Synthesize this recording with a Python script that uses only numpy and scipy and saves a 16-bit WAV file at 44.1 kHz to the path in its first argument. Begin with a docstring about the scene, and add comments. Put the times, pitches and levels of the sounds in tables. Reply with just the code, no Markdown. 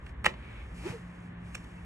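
"""A garden patio, where a man swings a doubled rope round his body near a two-port microphone.
The rope slaps his shirted back hard: cloth crackles, two strands crack down and the back thuds, with
short echoes off paving and house wall. It whooshes round in front, shedding brief tones, and lands
softly from the other side. His shirt rustles as he turns. Behind him are a low hum, a rumble,
the wash of the garden and one distant chirp."""
import sys
import numpy as np
from scipy import signal
from scipy.fft import rfft, irfft
from scipy.io import wavfile

SR = 44100
rng = np.random.default_rng(int(sys.argv[2]) if len(sys.argv) > 2 else 0)


def to_wav(sig):
    """Store sig (one row per channel, or 1-D mono) as 16-bit WAV at the path in sys.argv[1].

    Samples outside -1..1 are clipped; the rate is SR.
    """
    pcm = np.clip(np.atleast_2d(sig), -1, 1) * 32767
    pcm = np.round(pcm).astype(np.int16)
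    wavfile.write(sys.argv[1], SR, pcm.T)  # frames by channels


N = 81585
T, HZ = np.arange(N) / SR, np.fft.rfftfreq(N, 1 / SR)


def amp(db):
    """Decibels to gain."""
    return 10 ** (np.asarray(db) / 20)


def unit(x):
    """Scales to rms 1."""
    return x / np.sqrt(np.mean(x ** 2) + 1e-20)


def curve(points, hz=HZ):
    """Reads a table on a log-frequency axis."""
    f, value = np.transpose(points)
    return np.interp(np.log(hz + 1), np.log(f + 1), value)


def fader(points):
    """Gain over time from breakpoints in seconds and dB."""
    return amp(np.interp(T, *np.transpose(points)))


def swell(peak_s, width_s):
    """A bell-shaped envelope; the width is its standard deviation."""
    return np.exp(-((T - peak_s) / width_s) ** 2 / 2)


def colour(x, points):
    """EQ: a causal filter of unit energy with the given spectrum."""
    size = 4096
    log_gain = np.log(amp(curve(points, abs(np.fft.fftfreq(size, 1 / SR)))))
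    taps = np.fft.ifft(np.exp(np.conj(signal.hilbert(log_gain)))).real[:size // 2]
    return signal.fftconvolve(x, taps / np.linalg.norm(taps))[:N]


def waver(width_hz):
    """Slow random modulation, complex and of rms 1."""
    white = rng.standard_normal(N) + 1j * rng.standard_normal(N)
    slow = np.fft.ifft(white / (1 + (2 * np.fft.fftfreq(N, 1 / SR) / width_hz) ** 4))
    return slow / np.sqrt(np.mean(abs(slow) ** 2))


# Stereo placement. Each row: frequency in Hz, lag of the left port in seconds.
PORT_LAG = [(300, 0.0003), (1100, 0.00003), (2100, 0.000062), (4200, .00017), (11500, .00012)]
def ports(x, tilt_db=0):
    """Sound reaches the right port first; a positive tilt favours the left."""
    left = amp(tilt_db / 2) * np.exp(-2j * np.pi * HZ * curve(PORT_LAG))
    right = amp(-tilt_db / 2) * np.ones(len(HZ))
    return irfft(rfft(x) * np.array([left, right]), N)


def pair(a, b, likeness):
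    """Blends two independent noises into a left and right with the given correlation."""
    share = np.clip(likeness, 0, 1)
    return np.array([a, share * a + np.sqrt(1 - share ** 2) * b])


def noise(eq, likeness):
    """Coloured stereo noise of rms 1 at the ports."""
    a, b = rfft(rng.standard_normal((2, N)))
    return unit(ports(irfft(pair(a, b, likeness) * amp(curve(eq)), N)))


def drone(hz, width_hz, unsteady):
    """A low tone that wavers in level and pitch."""
    wobble = 1 - unsteady + unsteady * waver(width_hz)
    return unit((wobble * np.exp(2j * np.pi * (hz * T + rng.random()))).real)


# Hum tones. Each row: pitch in Hz, bandwidth in Hz, unsteady share, early level in dB, late level in dB.
HUM = [(116, 30, 0.88, -52.5, -55), (175, 11, 0.2, -69, -49)]
# Fader ride of the rumble. Each row: time in seconds, level in dB.
RUMBLE_LEVEL = [(0, -45.5), (.15, -42.5), (.4, -47), (.6, -44), (.9, -49), (1.25, -63.5), (1.45, -49),
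                (1.85, -49)]
# Dark colour of the wash. Each row: frequency in Hz, gain in dB.
GARDEN_EQ = [(25, -29), (50, -12.5), (85, -9), (140, -11.5), (200, -11.5), (260, -16), (400, -21),
             (700, -25.5), (1050, -23.5), (1400, -26.5), (1800, -23), (2500, -34.5), (3600, -40),
             (5000, -63), (12000, -69)]
# Stereo image of diffuse sound. Each row: frequency in Hz, left-right correlation (1 is mono).
LIKENESS = [(60, 1), (250, 1), (580, 0.083), (1200, 0.37), (2600, 0.53), (8000, 0.97)]
def garden():
    """The bed: a distant wash, a low rumble and a hum whose weight steps to its upper tone."""
    step_s = .73
    hum = sum(amp(np.where(T > step_s, late_db, early_db)) * drone(hz, width_hz, unsteady)
              for hz, width_hz, unsteady, early_db, late_db in HUM)
    rumble = fader(RUMBLE_LEVEL) * drone(hz=58.9, width_hz=32.5, unsteady=.61)
    wash = amp(-49.5) * noise(GARDEN_EQ, curve(LIKENESS))
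    return hum + rumble + wash


def bird():
    """One faint, distant chirp."""
    peak_s, hz = 1.785, 2650
    return ports(amp(-57.5) * swell(peak_s, width_s=.008) * np.sin(2 * np.pi * hz * (T - peak_s)))


# Early reflections. Each row: delay in seconds, level in dB.
ECHOES = [(.0072, -21.5), (0.028, -40)]
# Length of the reverb tail. Each row: frequency in Hz, seconds to fall by 60 dB.
PATIO_DECAY = [(150, 0.19), (500, 0.28), (1500, 0.14), (4000, 0.15), (10000, 0.18)]
# Colour of the tail at its onset. Each row: frequency in Hz, gain in dB.
PATIO_EQ = [(100, 19.5), (500, 12.5), (770, 10.5), (1100, 7), (2000, 8), (3000, 10), (5500, 10),
            (12000, 1.5)]
def patio(x):
    """Paving and house wall return a few echoes and a short scattered tail, mono in the bass."""
    tail_db, attack_s = -12, .00033
    hz, t, (a, b) = signal.stft(rng.standard_normal((2, N)), SR, nperseg=256)
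    hz = hz[:, None]
    decay = amp(curve(PATIO_EQ, hz) - 60 * t / curve(PATIO_DECAY, hz))
    tail = signal.istft(pair(a, b, curve(LIKENESS, hz)) * decay, SR, nperseg=256)[1][:, :N]
    tail *= np.minimum(T / attack_s, 1)
    tail *= amp(tail_db) / np.linalg.norm(tail[0])
    for delay_s, db in ECHOES:
        tail[:, round(delay_s * SR)] += amp(db)
    return signal.fftconvolve(x, tail, axes=1)[:, :N]


def grains(per_s=6200, spread_db=4.5):
    """Dense tiny snaps of fibres on cloth."""
    size = amp(spread_db * np.minimum(rng.exponential(1, N), 3))
    return unit(size * rng.choice([-1., 1.], N) * (rng.random(N) < per_s / SR))


# Fader rides of the shirt's rustle and the rope's drag. Each row: time in seconds, level in dB.
RUSTLE_LEVEL = [(0, -75), (.09, -66), (.15, -83), (.23, -76.5), (.40, -69.5), (.53, -67), (.74, -67),
                (.78, -55.5), (.95, -59.5), (1.05, -68.5), (1.26, -67.5), (1.36, -83), (1.46, -65),
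                (1.54, -61.5), (1.62, -64), (1.85, -67.5)]
DRAG_LEVEL = [(.24, -80), (.33, -62), (.44, -55.5), (.62, -54), (.68, -67.5)]
# Colours of the airy rustle and the duller drag. Each row: frequency in Hz, gain in dB.
RUSTLE_EQ = [(300, -22), (1200, -13), (2400, 12), (4000, -1), (6800, -1), (12000, -3.5)]
DRAG_EQ = [(600, 2.5), (1900, 0), (2280, 12.5), (2700, 4), (3600, -2.5), (6000, -27)]
def shirt():
    """Cloth slides unevenly as he turns, and the rope drags off it."""
    flutter = amp(.77 * waver(width_hz=190).real)
    drag = fader(DRAG_LEVEL) * noise(DRAG_EQ, likeness=.54)
    rustle = fader(RUSTLE_LEVEL) * flutter * noise(RUSTLE_EQ, likeness=.96)
    return rustle + drag


# Bright colour of the sleeve. Each row: frequency in Hz, gain in dB.
SLEEVE_EQ = [(3500, -7), (6000, 0), (12000, -2)]
def sleeve(start_s=.742, rise_s=.006, fall_s=.03):
    """The sleeve slides with a sudden swish as the arms start the swing."""
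    t = np.maximum(T - start_s, 0)
    envelope = np.minimum(t / rise_s, 1) * np.exp(-t / fall_s)
    return amp(-60) * envelope * ports(colour(grains(), SLEEVE_EQ))


# Tones shed by the strands. Each row: peak time in seconds, width in seconds, pitch in Hz,
# glide in Hz per second, level in dB.
WHIRRS = [ (0.865, 0.0092, 365, 3800, -33), (0.949, 0.014, 465, -1300, -41.5), ]
# Colour of the rushing air. Each row: frequency in Hz, gain in dB.
RUSH_EQ = [(100, -5), (300, 6.5), (620, 0), (900, 2), (1400, -2), (2400, -0.5), (3500, -10.5),
           (7000, -16.5), (12000, -22)]
def whoosh(pass_s=.8864, pass_width_s=.049):
    """Air rushes as the rope passes, its strands shed gliding tones and a puff of air follows."""
    tones = np.zeros(N)
    for peak_s, width_s, hz, glide, db in WHIRRS:
        t = T - peak_s
        sweep = np.exp(2j * np.pi * (hz * t + glide * t ** 2 / 2))
        roughness = 1 + .28 * waver(width_hz=170)
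        tones += amp(db) * swell(peak_s, width_s) * np.sqrt(2) * (sweep * roughness).real
    puff_s, puff_hz = .906, 134
    puff = amp(-30.5) * swell(puff_s, width_s=.0043) * np.cos(2 * np.pi * puff_hz * (T - puff_s))
    nearness = (1 + ((T - pass_s) / pass_width_s) ** 2) ** -1.3
    rush = amp(-41.5) * nearness * noise(RUSH_EQ, likeness=.55)
    return ports(tones - puff) + rush


def ring(start_s, hz, decay_s):
    """One damped resonance."""
    t = np.maximum(T - start_s, 0)
    return np.sin(2 * np.pi * hz * t) * np.exp(-t / decay_s)


# Resonances of rope and back. Each row: pitch in Hz, decay in seconds, relative level in dB.
BODY_MODES = [ (188.4, 0.016, -4.5), (381, 0.027, -12), (504, 0.0028, 9), (920, 0.007, -4),
              (1170, 0.005, 3), (2080, .004, 5), (2920, .005, -3), ]
def thud(start_s, rise_s=.001):
    """The back gives under the rope and swings briefly."""
    attack = np.clip((T - start_s) / rise_s, 0, 1)
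    return attack * sum(amp(db) * ring(start_s, hz, decay_s) for hz, decay_s, db in BODY_MODES)


def crack(hit_s, hz, width_s):
    """One strand's end squeezes out the air and leaves the skin ringing."""
    snap = -np.sin(2 * np.pi * hz * (T - hit_s)) * swell(hit_s, width_s)
    return snap + .08 * ring(hit_s, hz, decay_s=.002)


def laying(flat_s, lay_s, rise_db=6, fall_s=.0029):
    """Contact grows as the rope wraps on, and dies away once it lies flat."""
    to_go = np.maximum(flat_s - T, 0) / lay_s
    gate = np.exp(-np.minimum(to_go, 2) ** 10)  # opens about lay_s before the rope is flat
    release = np.exp(-np.maximum(T - flat_s, 0) / fall_s)
    return amp(-rise_db * to_go) * gate * release


# Rope landings. Each row: hit time in seconds, laying time in seconds, crackle, fizz and crack levels
# in dB, crack pitch in Hz, crack width in seconds, second strand's relative gain, its delay in seconds,
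# thud level in dB.
SLAPS = [ (0.068, 0.0057, -48.5, -59, -38.5, 2100, 0.00032, 0.23, 0.0018, -75),
         (0.2469, 0.0045, -26.5, -37, -20.5, 2130, 0.00045, 0.19, 0.0015, -46),
         (0.2595, 0.0052, -25, -35.5, -20, 2670, .0006, .4, 0.0016, -42.5),
         (0.2634, 0.0035, -19.5, -24.5, -7.3, 1650, .00032, 1.1, .00162, -30),
         (1.549, 0.0038, -53, -47, -34, 2670, 0.00094, 0.15, 0.00194, -48.5),
         (1.553, 0.0026, -44, -32.5, -28, 2120, .00039, 0.85, .00075, -54.5), ]
# Light taps and rebounds on the shirt. Each row: peak time in seconds, crackle and fizz levels in dB.
TAPS = [(0.079, -67, -69), (0.0955, -50, -60), (0.2933, -55, -71), (0.3412, -44.5, -70), (1.645, -71, -51)]
# Colours of the cloth's midrange crackle and the fibres' fizz. Each row: frequency in Hz, gain in dB.
CRACKLE_EQ = [(100, -13.5), (400, -4), (750, -3.5), (950, 1), (1400, 0.5), (2000, -2.5), (2800, 0),
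              (3400, -2), (6000, -26.5), (13000, -59)]
FIZZ_EQ = [(1000, -44), (3500, 12.5), (4700, -3), (5450, 9), (6100, 2), (7300, 6.5), (8800, 3), (10200, 0),
           (12000, 5)]
# Panning of the slaps. Each row: frequency in Hz, left minus right in dB.
SLAP_PAN = [(300, -0.5), (630, -0.5), (1130, -8.5), (1600, -7), (2000, 5), (2600, -5.5), (3600, 0),
            (6500, 0.5)]
def slaps(fizz_lead_s=.0019, tap_decay_s=.0022):
    """The rope lays itself on the shirt, then its two strands crack down one after the other."""
    crackle, fizz, blows = np.zeros((3, N))
    for hit_s, lay_s, crackle_db, fizz_db, crack_db, hz, width_s, second, gap_s, thud_db in SLAPS:
        crackle += amp(crackle_db) * laying(hit_s, lay_s)
        fizz += amp(fizz_db) * laying(hit_s - fizz_lead_s, lay_s - fizz_lead_s)
        strands = crack(hit_s, hz, width_s) + second * crack(hit_s + gap_s, hz, width_s)
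        blows += amp(crack_db) * strands + amp(thud_db) * thud(hit_s)
    for peak_s, crackle_db, fizz_db in TAPS:
        touch = np.exp(-abs(T - peak_s) / tap_decay_s)
        crackle += amp(crackle_db) * touch
        fizz += amp(fizz_db) * touch
    cloth = colour(crackle * grains(), CRACKLE_EQ) + colour(fizz * grains(), FIZZ_EQ)
    return ports(cloth + blows, curve(SLAP_PAN))


def scene():
    """Rope and shirt up front, the garden behind; only the slaps feed the patio reverb."""
    hits = slaps()
    return hits + patio(hits) + whoosh() + shirt() + sleeve() + garden() + bird()


def record(dry, cutoff_hz=12350):
    """A steep high cut limits the band of the whole mix."""
    low_pass = signal.firwin(255, cutoff_hz, window=("kaiser", 8), fs=SR)
    return signal.oaconvolve(dry, low_pass[None], "same")


dry = scene()
out = record(dry)
to_wav(out)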